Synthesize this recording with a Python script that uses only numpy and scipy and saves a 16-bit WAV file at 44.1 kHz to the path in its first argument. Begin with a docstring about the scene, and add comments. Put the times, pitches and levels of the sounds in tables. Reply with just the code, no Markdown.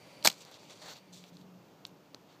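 """A match rasps over the striker strip of a card matchbook outdoors over snow, catches, fizzes and crackles.
The rasp is decaying rings, card thumps and treble snaps over a bed of random grains, as the card cover flaps once.
The burning head is gated filtered noise in puffs, with crackles made of the same kind of rings.
Behind it lie a thin hiss that mostly fades, a low sine hum that swells once with a breathy drone above it,
and the murmur of far traffic, which is filtered noise with a flickering bass."""
import sys
import numpy as np
from scipy import signal
from scipy.fft import rfft, irfft
from scipy.io import wavfile
from scipy.ndimage import uniform_filter1d

SR = 44100
rng = np.random.default_rng(int(sys.argv[2]) if len(sys.argv) > 2 else 0)


def boost(x):
    """Linear amplitude factor 10**(x/20) for a level x in decibels (scalar or array-like)."""
    u = np.asarray(x, float) / 20
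    return 10 ** u


def inscribe(sig):
    """Save sig as 16-bit PCM at rate SR to the path in sys.argv[1].

    A 1-D sig is mono; a 2-D sig holds one channel per row.
    Samples are clipped to [-1, 1] before scaling.
    """
    pcm = np.round(np.clip(np.atleast_2d(sig).T, -1, 1) * 32767)
    wavfile.write(sys.argv[1], SR, pcm.astype(np.int16))


N = 105840  # samples

# microphone response to near clicks: frequency_hz, gain_db
MIC_RESPONSE = [(20, -42), (120, -2), (300, -0.5), (8200, 1.5), (9600, -10.5), (12000, -2), (15000, 6),
                (15500, -37), (22050, -77)]


def level(x, db):
    """Root-mean-square normalisation: scales a signal to an rms level in dB."""
    return x * boost(db) / np.sqrt(np.mean(x ** 2))


def colour(x, points):
    """Minimum-phase filtering: a folded cepstrum turns a magnitude curve in (Hz, dB) into a causal response."""
    hz, db = np.array(points, float).T
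    size = 2048
    bins_hz = np.arange(size // 2 + 1) * SR / size
    log_gain = np.interp(np.log(bins_hz + 1), np.log(hz), db) * np.log(10) / 20
    cepstrum = irfft(log_gain)
    # folding negative time onto positive time makes the response causal
    cepstrum[1:size // 2] *= 2
    cepstrum[size // 2 + 1:] = 0
    response = irfft(np.exp(rfft(cepstrum)))
    return signal.fftconvolve(x, response)[:N]


def walk(rate):
    """Slow random modulation: normal values held for 1 / rate seconds, then smoothed twice."""
    hold = max(int(SR / rate), 1)
    held = np.repeat(rng.standard_normal(N)[:N // hold + 1], hold)
    return uniform_filter1d(uniform_filter1d(held, hold), hold)[:N]


def sparks(share, spread_db):
    """Impulsive noise: dense one-sample grains whose sizes have a long tail of loud ones."""
    present = rng.random(N) < share
    size = rng.exponential(size=N)
    return present * rng.standard_normal(N) * boost(spread_db * size)


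def decay(t, t60):
    """Exponential damping: the amplitude falls by 60 dB in t60 seconds."""
    return np.exp(-np.log(1000) * t / t60)


def unit_band(x, low_hz, high_hz):
    """Band limitation: a Butterworth band-pass, brought to unit rms."""
    b, a = signal.butter(2, [low_hz, min(high_hz, 20000)], "band", fs=SR)
    return level(signal.lfilter(b, a, x), 0)


def ticks(rows, ring_s, attack_s, wide, rough, knocky, tail_db):
    """Impact excitation: each tick is a damped ring with a noisy tail, a low thump and a treble snap."""
    thump_t60_s, snap_t60_s, tail_t60_s = 0.0063, 0.0056, 0.012
    snap_hz = 13300
    out, span = np.zeros(N), 2048
    t = np.arange(span) / SR
    attack = 1 - np.exp(-t / attack_s)
    noises = rng.standard_normal((len(rows), 3, span))
    for (s, ring_db, hz, thump_db, snap_db, thump_hz), noise in zip(rows, noises):
        rattle = unit_band(noise[0], hz / wide, hz * wide)
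        ring = decay(t, ring_s) * attack * (np.sin(2 * np.pi * hz * t) + rough * rattle)
        tail = boost(tail_db) * decay(t, tail_t60_s) * attack * rattle
        knock = unit_band(noise[1], 0.55 * thump_hz, 2.6 * thump_hz)
        thump = decay(t, thump_t60_s) * attack * (knocky * knock - np.sin(2 * np.pi * thump_hz * t))
        snap = decay(t, snap_t60_s) * attack * unit_band(noise[2], 0.62 * snap_hz, 0.98 * snap_hz)
        # thump and snap levels are relative to the ring
        tick = boost(ring_db) * (ring + tail + boost(thump_db) * thump + boost(snap_db) * snap)
        i = int(s * SR)
        out[i:i + span] += tick[:N - i]
    return colour(out, MIC_RESPONSE)


def strike(t):
    """Stick-slip friction: the head catches and slips on the strip over fine grit, and the cover flaps."""
    # slips of the head: start_s, ring_db, ring_hz, thump_db, snap_db
    slip_rows = [(0.2266, -33, 4180, -28, -22.5), (0.2417, -32.5, 4810, -20, -8),
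                 (0.2484, -14, 4396, -9.5, -3.5), (0.2506, -13.5, 6300, -10, 0),
                 (.2553, -13.5, 4500, 1, -4.5), (0.2581, -22, 1363, -6.5, -14),
                 (0.2585, -16, 6560, -5.5, -5.5), (0.2615, -13, 4243, -8, -6.5),
                 (0.2634, -20, 3456, -25, -5), (.2734, -7, 6900, -16, -9.5),
                 (0.2731, -13, 8200, -12.5, -11), (0.2742, -9.5, 2410, -13, -16),
                 (0.2749, -10, 4500, -22, -12.5), (0.2764, -15.5, 2414, -12.5, -18),
                 (.2782, -18, 3076, -2, -15), (.2840, -19.5, 4000, -14, -13),
                 (0.2858, -20.5, 4940, -15, -15), (.2990, -30.5, 6500, -12.5, -6),
                 (.3010, -27.5, 3490, -14, -12.5), (.3038, -32, 4510, -12.5, -16),
                 (.3150, -38.5, 6600, -12.5, -14.5), (0.3274, -35.5, 6400, -14.5, -15)]
    # grit under the moving head: time_s, level_db
    grit_curve = [(0.234, -65), (0.244, -48.5), (0.251, -24), (0.258, -28.5), (.266, -29), (0.27, -32),
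                  (0.276, -19), (0.284, -40), (0.285, -29.5), (0.294, -48.5), (.302, -45.5), (.312, -51),
                  (.345, -58.5), (.37, -83)]
    # relative spectrum of the grit: frequency_hz, density_db (per Hz)
    grit_spectrum = [(35, -47), (60, -26), (550, -0.5), (1570, -4), (1760, -8.5), (2330, -1), (3020, -7.5),
                     (4280, 3.5), (5800, -6), (8220, -6), (9460, -19.5), (14700, -14), (15800, -31)]
    card_thump_hz = 794  # the card under the strip
    slips = ticks([row + (card_thump_hz,) for row in slip_rows], ring_s=0.0046, attack_s=0.00006,
                  wide=1.38, rough=0.36, knocky=0.56, tail_db=-16)
    flap_s, flap_hz, flap_db, flap_t60_s = 0.274, 212, -30, 0.0503
    after = np.maximum(t - flap_s, 0)
    flap = boost(flap_db) * np.sin(2 * np.pi * flap_hz * after) * decay(after, flap_t60_s)
    grit = level(colour(sparks(0.4, 2.2), grit_spectrum), 0) * boost(2.5 * walk(400))
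    s, db = np.array(grit_curve).T
    grit = grit * boost(np.interp(t, s, db, left=-120, right=-120))
    return slips + colour(flap, MIC_RESPONSE) + grit


def patchy(x, depth_db, rate):
    """Independent band modulation: the sound splits into bands, and each flickers on its own."""
    # limits of adjoining bands: edge_hz
    band_edges = [1800, 3200, 4000, 5100, 6300, 8000, 11000, 15800]
    out = np.zeros(N)
    for edges in zip(band_edges, band_edges[1:]):
        band = signal.sosfiltfilt(signal.butter(2, edges, "band", fs=SR, output="sos"), x)
        out = out + band * boost(depth_db * walk(rate))
    return out


def high_part(x, hz):
    """Zero-phase high-pass: keeps the part above a frequency without delay."""
    return signal.sosfiltfilt(signal.butter(4, hz, "high", fs=SR, output="sos"), x)


def smooth_step(x):
    """Logistic transition: rises smoothly from 0 to 1 around x = 0."""
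    return 1 / (1 + np.exp(np.clip(-x, -50, 50)))


def flame(t):
    """Turbulent jet noise: gas leaves in uneven puffs, grainy on top and fluttering below, with crackles."""
    # puffs of gas: start_s, length_s, gain_db, low_gain_db, treble_gain_db (the last two relative)
    puffs = [(0.328, 0.076, -68.5, -18, 12.5), (0.406, 0.03, -58, -3, 6.5), (0.456, 0.051, -63, 2.5, 6.5),
             (.512, 0.063, -60, 3.5, 4), (0.589, 0.12, -66, -13, 4.5), (0.698, 0.043, -57.5, -1, 3.5),
             (0.753, 0.068, -63.5, -5, 7.5), (0.819, 0.039, -55, 5, 2), (0.858, 0.086, -53.5, 2, 3),
             (0.955, 0.033, -56.5, -2, 0), (1.127, 0.011, -58, -22, 10.5), (1.142, 0.007, -60.5, -20, 12),
             (1.155, 0.039, -62, -10, 7.5), (1.2, 0.1, -67.5, -3.5, 5.5), (1.328, 0.1, -71, -23, 5.5),
             (1.858, 0.023, -67, -22, 7.5), (2.285, 0.081, -71.5, 2, -2)]
    # relative spectrum of the grainy fizz: frequency_hz, density_db (per Hz)
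    fizz_spectrum = [(1060, -39), (1800, -13), (2120, -9.5), (2710, 0), (4550, 2.5), (5070, -8),
                     (5920, -5.5), (7300, -8.5), (10400, -25), (14700, -14), (15800, -42)]
    # relative spectrum of the low flutter: frequency_hz, density_db (per Hz)
    flutter_spectrum = [(180, -31.5), (300, -7), (332, -19), (419, -7), (625, -4.5), (2200, -13.5),
                        (2860, -39), (4840, -120)]
    # highest treble of the puffs: time_s, gain_db
    air_curve = [(.8, -7), (.87, -2), (.98, 4), (1.05, 0), (1.12, -7), (1.3, 1)]
    # crackles: start_s, ring_db, ring_hz, thump_db, snap_db, thump_hz
    crackle_rows = [(.4205, -37, 6000, -13, -14, 520), (.4505, -35.5, 4700, -10, -15, 520),
                    (.5145, -42, 4500, -2, -11, 520), (.5425, -33, 4600, -18, -20, 520),
                    (.632, -39, 1010, 0, -20, 550), (.885, -34.5, 3430, -2, -15, 800),
                    (1.2398, -34.5, 3500, -11, -21, 517), (1.3695, -35.5, 4120, -31, -26, 520),
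                    (1.414, -43, 3700, -19, -22, 521.6), (1.8496, -44, 3820, -28, -12, 521),
                    (1.85205, -21.5, 4020, -19, -34, 1050), (1.8668, -49, 7500, -19.5, 3, 524),
                    (1.867, -44, 3950, -22, -25, 520), (1.894, -49, 4020, -20, -16, 518),
                    (2.1459, -27, 4110, -31, -25, 470), (2.14635, -36.5, 4400, 3, -24, 457),
                    (2.1475, -38, 6160, -7, -16, 1320)]
    treble_hz, air_hz = 5100, 11500
    rise_s, fall_s = 0.002, 0.006

    fizz = level(colour(sparks(0.4, 1.7), fizz_spectrum), 0)
    fizz = patchy(fizz, depth_db=1.5, rate=21.5)
    treble = high_part(fizz, treble_hz)
    mid = (fizz - treble) * boost(2.0 * walk(59.8))
    treble = treble * boost(2.2 * walk(50.5))
    air = high_part(treble, air_hz)
    treble = treble - air + air * boost(np.interp(t, *np.array(air_curve).T))
    low = level(colour(rng.standard_normal(N), flutter_spectrum), -3) * boost(2.5 * walk(39.92))

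    out = ticks(crackle_rows, ring_s=0.0023, attack_s=0.0001, wide=1.3, rough=0.08, knocky=0.2, tail_db=-27)
    for s, length, db, low_db, treble_db in puffs:
        gate = smooth_step((t - s) / rise_s) * smooth_step((s + length - t) / fall_s)
        out = out + gate * boost(db) * (mid + boost(low_db) * low + boost(treble_db) * treble)
    return out


def resonance(hz, width_hz):
    """Resonant filtering: white noise through a narrow peak becomes a breathy tone."""
    b, a = signal.iirpeak(hz, hz / width_hz, SR)
    return signal.lfilter(b, a, rng.standard_normal(N))


def hiss(t):
    """Broadband noise with resonances: a thin hiss close by, with two narrow bands, that mostly fades."""
    # loudness of the hiss: time_s, level_db
    hiss_curve = [(0, -60), (.22, -58), (.55, -68.5), (.62, -64.5), (0.949, -63), (1.05, -67), (1.25, -67),
                  (1.5, -81), (2.4, -74)]
    # relative spectrum of the hiss: frequency_hz, density_db (per Hz)
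    hiss_spectrum = [(240, -44.5), (400, -8.5), (588, 2.5), (718, -10.5), (877, -4.5), (1050, -9),
                     (1670, -17.5), (2210, -10), (2460, -11.5), (4620, -17), (9510, -26), (14600, -33.5),
                     (15800, -30.5)]
    # narrow bands: centre_hz, width_hz, level_db (relative to the broad hiss)
    narrow_bands = [(2345, 140, -10), (4600, 150, -8.5)]
    air = level(colour(rng.standard_normal(N), hiss_spectrum), 0)
    for hz, width_hz, band_db in narrow_bands:
        air = air + level(resonance(hz, width_hz), band_db)
    s, db = np.array(hiss_curve).T
    return air * boost(np.interp(t, s, db) + 0.49 * walk(39))


def hum(t):
    """Frequency modulation: a far low sine wavers in pitch and level under a fainter breathy drone."""
    # course of the hum: time_s, pitch_hz, level_db
    hum_curve = [(1.0, 192, -80), (1.05, 187.2, -66), (1.15, 178.8, -59), (1.42, 183.5, -59),
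                 (1.57, 180, -57), (1.62, 177, -67)]
    s, hz, db = np.array(hum_curve).T
    pitch_hz = np.interp(t, s, hz) * (1 + 0.014 * walk(20))
    phase = 2 * np.pi * np.cumsum(pitch_hz) / SR
    tone_db = np.interp(t, s, db, left=-120, right=-120) + 0.98 * walk(28)
    tone = np.sqrt(2) * np.sin(phase) * boost(tone_db)  # the root makes the level an rms level
    return tone + level(resonance(290, width_hz=11), -70)


def town():
    """Superposed distant sources act as noise: in far traffic and air the bass flickers, the rest is smooth."""
    # relative spectrum of the murmur: frequency_hz, density_db (per Hz)
    town_spectrum = [(15, -76), (25, -47.5), (70, -30.5), (99, -16), (179, -4.5), (216, -12.5),
                     (371, -13.5), (449, -14), (905, -18.5), (2090, -30.5), (2660, -29), (6660, -36),
                     (9460, -48), (14600, -38), (15800, -49)]
    murmur = colour(rng.standard_normal(N), town_spectrum)
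    bass = signal.sosfiltfilt(signal.butter(2, 350, fs=SR, output="sos"), murmur)
    rest = murmur - bass
    return level(bass * boost(2.7 * walk(10)) + rest * boost(0.8 * walk(3.8)), -59.5)


def scene():
    """Linear superposition: all sources add at one microphone, the same on both channels."""
    t = np.arange(N) / SR
    mix = strike(t) + flame(t) + hiss(t) + hum(t) + town()
    return np.tile(mix, (2, 1))


def top_cut(x):
    """Nothing passes above the cut-off."""
    return signal.sosfilt(signal.butter(12, 16400, fs=SR, output="sos"), x)


def record(dry):
    """Band limitation: the phone cuts the top with a steep elliptic low-pass at 15.3 kHz."""
    low_pass = signal.ellip(10, 0.2, 70, 15300, fs=SR, output="sos")
    mix = signal.sosfilt(low_pass, dry)
    return top_cut(mix)


dry = scene()
out = record(dry)
inscribe(out)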